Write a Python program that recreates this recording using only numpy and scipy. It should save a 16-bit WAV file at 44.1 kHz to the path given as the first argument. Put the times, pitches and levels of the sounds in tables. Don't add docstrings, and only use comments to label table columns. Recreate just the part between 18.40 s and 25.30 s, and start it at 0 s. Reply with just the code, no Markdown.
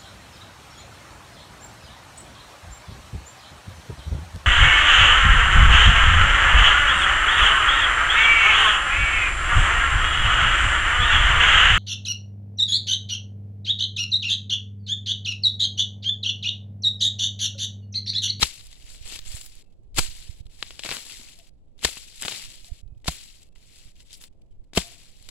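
import sys
import numpy as np
from scipy import signal
from scipy.fft import rfft, irfft, next_fast_len
from scipy.io import wavfile
from scipy.ndimage import uniform_filter1d

SR = 44100
rng = np.random.default_rng(int(sys.argv[2]) if len(sys.argv) > 2 else 0)


def put_to_file(sound):
    columns = np.atleast_2d(sound).T
    safe = np.clip(columns, -1, 1)
    whole_steps = np.round(safe * 32767)
    wavfile.write(sys.argv[1], SR, whole_steps.astype(np.int16))


def volts_from_decibels(level):
    exponent = np.asarray(level, float) / 20
    return 10 ** exponent


N = 304290
HZ = np.fft.rfftfreq(next_fast_len(N + 4096), 1 / SR)
T = np.arange(N) / SR
STEPS = T[::32]

# freq_hz, gain_db
LEFT_PORT = [(300, -2.5), (1000, -6.5), (2000, -4.5), (3500, -1.5), (4500, -1.5), (6200, -9), (7700, -2.5),
             (8300, -9), (9200, -21), (12000, -25), (15500, -30), (16300, -47.5)]
# freq_hz, gain_db
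RIGHT_PORT = [(300, -3.5), (1000, -5), (2000, -10.5), (3800, -12.5), (5500, -10.5), (8000, -21),
              (9500, -14), (10700, -9.5), (11500, -14.5), (12500, -24), (15500, -28.5), (16300, -41.5)]
# freq_hz, correlation_0_1
PORT_LIKENESS = [(500, 0.96), (1500, 0.56), (2700, 0.17), (4000, 0.6), (5500, 0.52), (9000, 0.067)]


def evened(x):
    return x / np.sqrt(np.mean(x ** 2, -1, keepdims=True) + 1e-20)


def read(points, hz=HZ):
    point_hz, value = np.transpose(points)
    return np.interp(np.log(hz + 1), np.log(point_hz + 1), value)


def add(mix, start_s, sound):
    part = mix[..., round(start_s * SR):][..., :sound.shape[-1]]
    part += sound[..., :part.shape[-1]]


def shaped(x, gain):
    return irfft(rfft(x, 2 * len(HZ) - 2) * gain)[..., :N]


def delay(lag_s):
    return np.exp(-2j * np.pi * np.multiply.outer(lag_s, HZ))


def causal(db):
    cepstrum = irfft(np.log(volts_from_decibels(np.maximum(db, -100))))
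    cepstrum[..., 1:len(HZ) - 1] *= 2
    cepstrum[..., len(HZ):] = 0
    return np.exp(rfft(cepstrum))


def wander(rate_hz):
    return evened(shaped(rng.standard_normal(N), 1 / (1 + (HZ / rate_hz) ** 2)))


def break_sizes(count, per_s, spread_db):
    size = volts_from_decibels(spread_db * np.minimum(rng.exponential(1, count), 4))
    return size * (rng.random(count) < per_s / SR)


def grit(count, per_s, spread_db, bed):
    size = signal.lfilter([1], [1, -.9], break_sizes(count, per_s, spread_db))
    return evened((evened(size) + bed) * rng.standard_normal((2, count)))


def pop(hz, cycles, t):
    return np.sin(2 * np.pi * hz * t) * (hz * t / cycles) * np.exp(1 - hz * t / cycles)


def strike(shape, db, soil_db, hiss_db):
    return volts_from_decibels(db + np.array([soil_db - 4, -6, hiss_db - 9]))[:, None, None] * shape


def to_ports(pair, hz):
    same = np.clip(read(PORT_LIKENESS, hz), 0, 1)
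    lean_db = read(LEFT_PORT, hz) - read(RIGHT_PORT, hz)
    right = same * pair[0] + np.sqrt(1 - same ** 2) * pair[1]
    return volts_from_decibels(lean_db * np.array([[.5], [-.5]])) * [pair[0], right]


def chops():
    # start_s, crack_peak_db, soil_rel_db, hiss_rel_db, grind_s
    blade_cuts = [
        (0.0265, -7.5, -22, -12.5, 0.0046),
        (1.5825, -16, -7.5, -0.5, 0.0099),
        (3.447, -13, -11, -4.5, 0.0055),
        (4.6772, -22, -13, -1.5, 0.0085),
        (6.3722, -16, -3.5, -4.5, 0.0057),
    ]
    # start_s, peak_db, soil_rel_db, hiss_rel_db, grind_s
    root_rips = [
        (.757, -38, -14, 2, .004),
        (2.446, -31, -6, -8, .006),
        (2.461, -32, -4, -10, .004),
        (2.488, -32, -8, -6, .004),
        (3.8215, -31, -8, 10, .001),
        (3.85, -32, -8, -10, .011),
        (5.729, -56, -30, -2, .022),
        (5.837, -46, -10, 4, .004),
        (6.887, -37, -12, 0, .003),
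    ]
    out, t = np.zeros((3, 2, N)), np.arange(2000) / SR
    for start_s, db, soil_db, hiss_db, grind_s in blade_cuts + root_rips:
        shape = np.minimum(t / .0015, 1) * np.exp(-np.maximum(t - grind_s, 0) / .0035)
        grains = grit(count=2000, per_s=5000, spread_db=5.5, bed=2.9)
        add(out, start_s, strike(shape * grains, db, soil_db, hiss_db))
    return out


def rings():
    # start_s, freq_hz, peak_db, rise_s
    tones = [(.0278, 4010, -11, .003), (.027, 3690, -17, .004), (.0265, 1290, -18, .0035),
             (.027, 870, -22, .0035), (.027, 1060, -24, .004), (.027, 2100, -20, .003),
             (.03, 5790, -21, .003), (1.585, 1340, -22, .004), (1.584, 4220, -24, .004),
             (1.586, 2360, -26, .004), (1.586, 7700, -27, .002), (3.447, 1790, -19, .003),
             (3.447, 3150, -24, .002), (3.446, 430, -27, .003), (3.447, 640, -28, .003),
             (3.452, 2200, -24, .002), (3.4875, 2500, -33, .0006), (3.4875, 600, -36, .001),
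             (4.682, 724, -25, .004), (4.679, 1400, -29, .003), (4.679, 1800, -29, .003),
             (4.681, 1050, -24, .003), (4.681, 2580, -28, .003), (4.68, 2250, -28, .003),
             (4.4775, 4100, -52, .0006), (4.549, 3000, -49, .0007), (4.602, 3600, -53, .0006),
             (4.658, 600, -38, .001), (4.6575, 1400, -42, .0006), (6.3757, 694, -22, .003),
             (6.372, 2750, -16, .002), (6.3757, 380, -22, .002), (6.3755, 3150, -18, .0025),
             (6.375, 2150, -22, .002), (2.4905, 4100, -26, .0008), (2.5125, 1500, -27, .0008),
             (2.5675, 1400, -32, .001), (2.2262, 1800, -24, .0005), (3.8135, 7700, -31, .0008),
             (3.8135, 10800, -35, .0005), (3.822, 7460, -29, .0007), (3.822, 10000, -30, .0005),
             (3.822, 13500, -36, .0005), (3.822, 1600, -36, .001), (3.83, 1600, -30, .0012),
             (3.837, 2000, -31, .001), (3.8812, 1500, -26, .0008), (.758, 11200, -40, .0008),
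             (1.0106, 7430, -37, .0015), (1.0106, 10500, -42, .001), (5.839, 8000, -45, .0008)]
    out, t = np.zeros((2, N)), np.arange(1000) / SR
    for start_s, hz, db, rise_s in tones:
        turn, u = 2 * np.pi * hz * t, t / max(rise_s, 1e-4)
        swell = u * np.exp(.5 - .5 * u ** 2)
        add(out, start_s, volts_from_decibels(db) * swell * to_ports([np.sin(turn), np.cos(turn)], hz))
    return out


def thuds():
    # start_s, knock_db, knock_hz, shake_db, shake_lead_s
    blows = [
        (0.0286, -25, 134, -20, 0.00049),
        (1.5893, -27, 168, -19.5, 0.0017),
        (2.51, -43.5, 190, -40, .002),
        (2.797, -45, 240, -50, 0.0028),
        (3.449, -27, 149, -23, 0.00035),
        (3.851, -44, 180, -46, 0.0022),
        (4.683, -20, 160, -19, 0.0017),
        (6.3758, -13, 178, -19, 0.0008),
    ]
    shake_hz, left_lag_s = 62, .00018
    out, t = np.zeros(N), np.arange(6000) / SR
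    for start_s, knock_db, knock_hz, shake_db, lead_s in blows:
        dip = -.9 * np.exp(-((t - .0014) / 0.00036) ** 2)
        knock = np.sin(2 * np.pi * knock_hz * t) * np.exp(-t / 0.0074)
        shake = np.sin(2 * np.pi * shake_hz * t) * np.exp(-t / 0.013)
        add(out, start_s - .002, volts_from_decibels(knock_db) * dip)
        add(out, start_s, volts_from_decibels(knock_db) * knock)
        add(out, start_s - lead_s, volts_from_decibels(shake_db) * shake)
    return shaped(out, delay([left_lag_s, 0]))


def snaps():
    # start_s, peak_db, pitch_hz, soil_rel_db
    roots = [(.7575, -30, 3100, -35), (0.7897, -19, 5600, -21), (1.0124, -23, 5000, -24),
             (1.563, -29, 2580, -13), (2.2262, -12.5, 2840, -10.5), (2.3065, -25.5, 2770, -11),
             (2.3929, -18, 3200, -9.5), (2.4352, -18, 2960, -18), (2.4596, -21, 2200, -11.5),
             (2.49, -18, 2200, -6), (2.5062, -16, 4500, -16), (2.513, -14, 2200, -5),
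             (2.5232, -17, 2400, -12), (2.5674, -21, 3070, -10), (2.7066, -30, 4100, -24.5),
             (3.4286, -27, 3210, -6), (3.57, -29.5, 2500, -5), (3.8142, -27, 4660, -10),
             (3.821, -23, 3310, -26), (3.8307, -22, 3000, -12), (3.8364, -23, 3430, -12),
             (3.8554, -22, 3700, -12), (3.8812, -11.5, 3320, -9.5), (4.6437, -24, 2510, -15),
             (5.8384, -28, 3980, -23.5), (6.3326, -21, 2000, -15), (6.351, -24, 4530, -14),
             (6.3605, -23, 3300, -14), (4.6805, -16, 2300, -12), (3.8497, -20, 2800, -8),
             (3.9215, -18, 2800, -12), (5.1586, -45, 2600, -3)]
    # start_s, peak_db, dryness_db (hiss)
    twigs = [(0.2086, -34, -7), (.2674, -44, 20), (.3275, -33, -5), (.355, -41, -14), (1.062, -37, 19),
             (1.152, -45, 14.5), (1.544, -35.5, 1.5), (2.0662, -42, -14), (2.2656, -37, -12),
             (2.3805, -42, -13.5), (2.4, -30, -13), (2.8017, -36, 3.5), (2.9885, -40.5, 8),
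             (3.391, -38, -4), (3.488, -29, -17), (3.7253, -39, -14), (3.911, -32, -16.5),
             (4.057, -32, -17), (4.2452, -34, -8.5), (4.6583, -38, 6), (5.03, -46, 15), (5.385, -46, 12),
             (5.3247, -45.5, -25), (5.6038, -36, -8), (5.708, -42, -10), (5.7289, -38, -14),
             (5.8125, -41, 5), (6.4794, -38, 12), (6.581, -46, 12), (6.4969, -41, -1), (6.8248, -43, 10)]
    root_hiss_db, twig_hz, twig_soil_db = -8, 3700, -16.5
    rows = [(*root, root_hiss_db) for root in roots]
    rows += [(start_s, db, twig_hz, twig_soil_db, dry_db) for start_s, db, dry_db in twigs]
    out, t = np.zeros((3, 2, N)), np.arange(1000) / SR
    click = np.arange(1000) == 4
    for start_s, db, hz, soil_db, hiss_db in rows:
        splinters = .5 * rng.standard_normal((2, 1000)) * np.exp(-t / .003)
        push = splinters - 5 * click
        ring = splinters - 1.2 * pop(hz, .45, t)
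        tick = splinters - 2 * click
        hiss_db = min(hiss_db, -26 - db)
        add(out, start_s + .0008, strike(np.array([push, ring, tick]), db - 5.0, soil_db, hiss_db))
    return out


def bump(start_s, stop_s, rise_s, fall_s):
    return -20 * np.maximum(np.maximum((start_s - STEPS) / rise_s, (STEPS - stop_s) / fall_s), 0)


def stirred(db, soil_db, fade_db):
    soil_fade, hiss_fade, hiss_db = .5, -0.042, -3.5
    over_db = np.array([min(soil_db, -3) + soil_fade * fade_db, 0 * fade_db, hiss_db + hiss_fade * fade_db])
    return volts_from_decibels(db + fade_db + over_db) ** 2


def effort():
    # start_s, swish_db, spill_20db_s, settle_db, soil_rel_db
    swings = [
        (0.021, -25.5, 0.055, -46, -7),
        (1.578, -29, 0.085, -44.5, -5.5),
        (3.441, -34, 0.0556, -41.5, -6),
        (4.679, -37.5, 0.0452, -46.5, -5),
        (6.366, -34.5, 0.075, -47, -1),
    ]
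    # start_s, stop_s, leaves_db, fade_20db_s, soil_rel_db
    drags = [(0.302, .44, -64.5, 0.4, -14), (0.459, 0.507, -54.5, .33, -11.5), (.66, 0.76, -45.5, .05, -8),
             (0.856, 0.966, -47.5, 0.15, -10.5), (1.035, 1.06, -57, .05, -3), (1.12, 1.16, -62, .3, -12),
             (1.76, 1.83, -54, .15, -14), (2.12, 2.17, -62, .2, -9), (2.19, 2.42, -55.5, .1, -10),
             (2.44, 2.55, -41.5, .16, -6), (2.652, 2.7, -46, .27, -12.5), (2.79, 2.83, -52, .2, -7),
             (3.76, 3.81, -51, 0.05, -15), (3.821, 3.95, -41.5, .25, -11), (4.1, 4.14, -54, .1, -18),
             (4.24, 4.265, -57, .06, -14), (4.33, 4.36, -63, .2, -14), (5.27, 5.4, -61, .3, -15),
             (5.585, 5.6, -63, .08, -17), (5.7, 5.72, -59, .1, -20), (5.73, 5.755, -60, .02, -30),
             (5.812, 5.836, -57, .06, -6), (6.6, 6.69, -64, .15, -14), (6.8, 6.88, -63, -3, -11)]
    bed_db, swell_db = -69, 4
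    swish_rise_s, settle_s, grab_s = 0.019, 0.3, 0.02
    power = stirred(bed_db, -10, 0 * STEPS)
    for start_s, swish_db, spill_s, settle_db, soil_db in swings:
        power += stirred(swish_db, soil_db, bump(start_s, start_s, swish_rise_s, spill_s))
        settling = bump(start_s + 0.021, start_s + .03, swish_rise_s, settle_s)
        power += stirred(settle_db, soil_db - 5, settling)
    for start_s, stop_s, db, fall_s, soil_db in drags:
        growth_db = swell_db * np.clip((STEPS - stop_s) / (stop_s - start_s + 1e-3), -1, 0)
        power += stirred(db + growth_db, soil_db, bump(start_s, stop_s, grab_s, fall_s))
    return np.array([np.interp(T, STEPS, db) for db in 10 * np.log10(power)])


def slips():
    # start_s, level_db, fade_20db_s, thinness_0_1
    blades = [(.69, -54, .1, 0), (.79, -54, .06, .3), (.885, -53, .12, 0), (.955, -52, .15, .1),
              (.92, -52, .1, 0), (1.014, -46, .05, .05), (1.05, -54, .04, .3), (1.066, -48, .012, .3),
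              (2.53, -43, .12, .05), (3.815, -42, .01, 0), (3.86, -44, .2, .05), (4.25, -58, 0.07, 0),
              (5.735, -64, .04, 0), (5.772, -64, .03, 0), (5.815, -56, .05, .04), (5.842, -51, .03, .15),
              (6.372, -35, .045, .06), (4.71, -45, .16, .04)]
    power = np.zeros((2, len(STEPS)))
    for start_s, db, fall_s, thin in blades:
        share = np.clip([1 - thin, thin], 0, 1)
        power += np.outer(share, volts_from_decibels(db + bump(start_s, start_s, 0.02, fall_s)) ** 2)
    return [np.interp(T, STEPS, np.sqrt(part)) for part in power]


def crackle(per_s, spread_db):
    size = break_sizes(N, per_s, spread_db)
    kind, t, out = rng.integers(0, 16, N), np.arange(200) / SR, np.zeros((2, N))
    for k, hz in enumerate(np.geomspace(2100, 12000, 16)):
        train = signal.oaconvolve(size * (kind == k), evened(pop(hz, 1.3, t)))[:N]
        out += [train, np.roll(train, rng.integers(-12, 12)) * rng.choice([-1, 1])]
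    return evened(out)


def rustle():
    levels_db = effort() + np.array([[-5.0], [-.9], [-.9]])
    clumps_db = 1.3 * wander(40) + np.array([1.1 * wander(35) for _ in levels_db])
    grains = grit(count=N, per_s=900, spread_db=2.6, bed=2) + .4 * crackle(per_s=1200, spread_db=2.6)
    out = volts_from_decibels(levels_db + clumps_db)[:, None] * grains
    broad, thin = slips()
    blade_grains = grains[:, ::-1]
    thin_grains = evened(signal.lfilter([1, -2, 1], [1, .75, .6], blade_grains))
    out[2] += volts_from_decibels(clumps_db[2]) * (broad * blade_grains + 2.5 * thin * thin_grains)
    return out


def scrapes():
    # start_s, length_s, freq_hz, width_hz, level_db
    rubs = [(.165, .004, 5000, 4000, -48), (.44, .006, 5000, 4000, -52), (.53, .003, 11500, 7000, -54),
            (.552, .003, 12500, 6000, -57), (.62, .06, 3200, 2000, -51), (.645, .03, 7900, 1200, -52),
            (.805, .05, 3300, 3000, -53), (.5, .06, 7500, 1500, -55), (.675, .035, 7500, 1500, -46),
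            (.685, .045, 3300, 1200, -45), (.725, .022, 7500, 1200, -46), (.771, .004, 3500, 2500, -44),
            (.858, .05, 7500, 1200, -47), (.94, .035, 7700, 1500, -45), (.94, .035, 10700, 1500, -50),
            (.973, .003, 9000, 7000, -43), (1.034, .003, 10500, 4000, -55), (1.048, .024, 14500, 2500, -52),
            (1.048, .024, 10700, 1800, -50), (1.563, .008, 7600, 3000, -37), (1.572, .005, 3500, 3000, -31),
            (1.708, .012, 4000, 1800, -42), (2.446, .004, 4200, 2000, -36), (2.81, .008, 1500, 2500, -50),
            (2.995, .012, 3200, 1500, -54), (3.065, .02, 4400, 5000, -58), (3.41, .005, 3400, 1500, -48),
            (3.419, .008, 2300, 1500, -44), (3.434, .004, 3000, 3000, -36), (3.444, .004, 4000, 3000, -30),
            (4.668, .005, 4000, 3000, -39), (4.735, .035, 3500, 2500, -48), (4.3446, .004, 4060, 3000, -52),
            (5.725, .034, 5000, 1600, -46), (5.725, .03, 10800, 2000, -52), (5.727, .03, 7600, 1200, -56),
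            (5.805, .025, 2500, 2500, -54), (5.765, .018, 10500, 3000, -56),
            (5.778, .002, 13000, 6000, -56)]
    # start_s, length_s, freq_hz, width_hz, level_db
    more_rubs = [(5.81, .035, 10800, 2500, -55), (5.862, .022, 8000, 1200, -60),
                 (5.876, .003, 3700, 2000, -56), (1.597, .065, 7600, 1200, -40),
                 (3.46, .035, 1500, 1500, -43), (5.728, .006, 5000, 2500, -45), (5.8, .03, 7500, 2500, -56),
                 (6.35, .02, 10500, 4000, -42), (3.851, .012, 7500, 1200, -38),
                 (3.883, .005, 2000, 3500, -30), (3.91, .003, 300, 400, -36), (2.5, .07, 1400, 1000, -38),
                 (3.68, .1, 4300, 1800, -54)]
    out, t = np.zeros((2, N)), np.arange(3000) / SR
    for start_s, length_s, hz, width_hz, db in rubs + more_rubs:
        noise = grit(count=3000, per_s=900, spread_db=4.5, bed=1.2)
        body = signal.iirpeak(hz, .7 * hz / width_hz, SR)
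        coloured = evened(signal.lfilter(*body, signal.lfilter(*body, noise)))
        shape = np.minimum(t / (.3 * length_s), 1) * np.exp(-(t / length_s) ** 3)
        add(out, start_s, volts_from_decibels(db - 2.5) * shape * to_ports(coloured, hz))
    return out


def band_filters():
    edges_hz = [90, 1967, 6930]
    cut, low, high = (1 / (1 + (HZ / hz) ** 5) for hz in edges_hz)
    ports_db = np.array([read(LEFT_PORT), read(RIGHT_PORT)])
    ports = causal(10 * np.log10(1 - cut + 1e-10) + ports_db)
    pairs = np.array([low, high - low, 1 - high])[:, None] * ports
    return pairs / np.sqrt((abs(pairs) ** 2).mean((1, 2), keepdims=True) / 2)


def wind():
    # peak_s, level_db, half_width_s, left_minus_right_db
    gusts = [(.1, -60, .2, -6), (.45, -56.5, .2, -10.5), (.85, -52.5, 0.17, -19.5),
             (1.46, -55.5, 0.086, -9), (1.59, -38.5, 0.047, 2), (1.75, -55, 0.22, -12), (2.3, -63, .4, -6),
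             (4.2, -59.5, .06, -6), (4.54, -52, .08, -18), (5, -62, .25, -6), (6.15, -59, .1, -15),
             (6.88, -57, .05, -18), (.2, -59, .06, -15), (4.07, -59, .05, -18)]
    # peak_s, signed_height, width_s
    puffs = [
        (.615, -0.042, 0.0043),
        (.948, -0.085, 0.0026),
        (1.629, 0.091, 0.032),
        (1.69, 0.051, 0.0033),
        (1.897, .09, 0.0027),
        (2.008, 0.064, 0.0027),
        (2.06, 0.031, 0.0031),
        (4.322, 0.11, 0.0035),
        (4.435, .04, .003),
        (4.527, -0.033, 0.003),
    ]
    # freq_hz, gain_db
    colour = [(10, 4.5), (22, 0), (40, -4), (70, -12.5), (120, -17.5), (250, -59)]
    breeze_db, breeze_pan_db = -60, -4
    side = np.array([[.5], [-.5]])
    power = volts_from_decibels(breeze_db + side * breeze_pan_db + 0 * STEPS) ** 2
    for peak_s, db, width_s, pan_db in gusts:
        power += volts_from_decibels(db + side * pan_db) ** 2 * np.exp(-((STEPS - peak_s) / width_s) ** 2)
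    level = np.array([np.interp(T, STEPS, port) for port in np.sqrt(power)])
    lumps_db = np.array([4.2 * wander(8), 3. * wander(20)])
    rumble = evened(shaped(rng.standard_normal((2, N)), volts_from_decibels(read(colour))))
    out = level * volts_from_decibels(7.5 + lumps_db) * rumble
    for peak_s, height, width_s in puffs:
        u = (T - peak_s) / width_s
        out[1] += height * (np.exp(-u ** 2) - 0.24 * np.exp(-((u - 2.5) / 0.85) ** 2))
    return out


def birds():
    # start_s, length_s, start_hz, end_hz, level_db
    calls = [
        (1.229, 0.11, 2710, 2620, -63.5),
        (2.973, 0.061, 704, 650, -62),
        (4.275, 0.05, 707, 686, -63),
        (4.42, .18, 2510, 2510, -66.5),
        (4.97, 0.225, 2655, 2655, -68),
        (6.101, 0.039, 3270, 2880, -63.5),
        (6.428, 0.075, 690, 690, -53),
        (6.505, 0.03, 690, 690, -60),
        (6.555, .03, 690, 690, -66),
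    ]
    out, waver, flutter = np.zeros(N), wander(30), wander(25)
    for start_s, length_s, from_hz, to_hz, db in calls:
        hz = np.linspace(from_hz, to_hz, round(length_s * SR))
        first = round(start_s * SR)
        now = slice(first, first + len(hz))
        tone = np.sin(2 * np.pi * np.cumsum(hz * (1 + .003 * waver[now])) / SR)
        fade = np.minimum(np.hanning(len(hz)) * (1 + length_s / .07), 1) ** .8
        add(out, start_s, volts_from_decibels(db + 1.5 * flutter[now]) * tone * fade)
    return out * volts_from_decibels(np.array([[1.5], [-1.5]]))


def air():
    # freq_hz, gain_db
    hum = [(60, -15), (100, -15), (350, -26), (650, -30.5), (1500, -50.5), (3000, -33.5), (5000, -42),
           (7700, -48), (8700, -54.5), (10800, -44.5), (16000, -59)]
    a, b = rng.standard_normal((2, N))
    return volts_from_decibels(-60.5 + 1.2 * wander(2.5)) * evened(shaped(np.array([a, 0.16 * a + b]), volts_from_decibels(read(hum))))


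def scene():
    near = rfft(rustle() + chops() + snaps(), 2 * len(HZ) - 2)
    same = np.clip(read(PORT_LIKENESS), 0, 1)
    left = near[:, 0] * delay(2.5 / SR)
    right = same * near[:, 0] + np.sqrt(1 - same ** 2) * near[:, 1]
    work = irfft((np.stack([left, right], 1) * band_filters()).sum(0))[:, :N]
    return work + thuds() + wind() + birds() + air() + rings() + scrapes()


def low_pass(x):
    return signal.sosfilt(signal.butter(12, 16520, fs=SR, output="sos"), x)


def record(dry):
    # start_s, stop_s, depth_db
    shut = [
        (1.227, 1.544, -24),
        (2.015, 2.054, -15),
        (2.072, 2.095, -14),
        (3.096, 3.378, -23.5),
        (4.416, 4.645, -23.5),
        (5.037, 5.089, -9),
        (5.091, 5.152, -27),
        (5.522, 5.555, -11.5),
        (5.633, 5.651, -8),
        (5.885, 6.334, -25),
    ]
    # centre_s, lift_db, width_s
    lifts = [(1.246, 11.5, 0.011), (1.27, 10, 0.018), (1.305, 8, 0.015), (1.332, 11, 0.019),
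             (1.434, 4, .008), (4.48, 11, .008), (4.55, 4.5, 0.009), (4.579, 15, 0.01), (4.62, 14, 0.012),
             (4.603, 10, .008), (5.127, 16, .01), (5.931, 11, .012), (6.019, 18, 0.008),
             (6.064, 6.5, 0.0098), (6.119, 8.5, 0.021), (6.245, 15, 0.01)]
    edge_hz = 15960
    gate_db = np.zeros(N)
    for start_s, stop_s, db in shut:
        gate_db += db * ((T >= start_s) & (T < stop_s))
    for centre_s, db, width_s in lifts:
        gate_db += db * (abs(T - centre_s) < width_s / 2)
    gate = volts_from_decibels(uniform_filter1d(np.minimum(gate_db, 0), size=150))
    treble = shaped(dry, 1 - 1 / (1 + (HZ / 1000) ** 4))
    gated = dry - treble * (1 - gate)
    limited = shaped(np.tanh(gated), np.clip((edge_hz - HZ) / 60 + 1, .02, 1))
    return low_pass(limited)


dry = scene()
out = record(dry)
put_to_file(out)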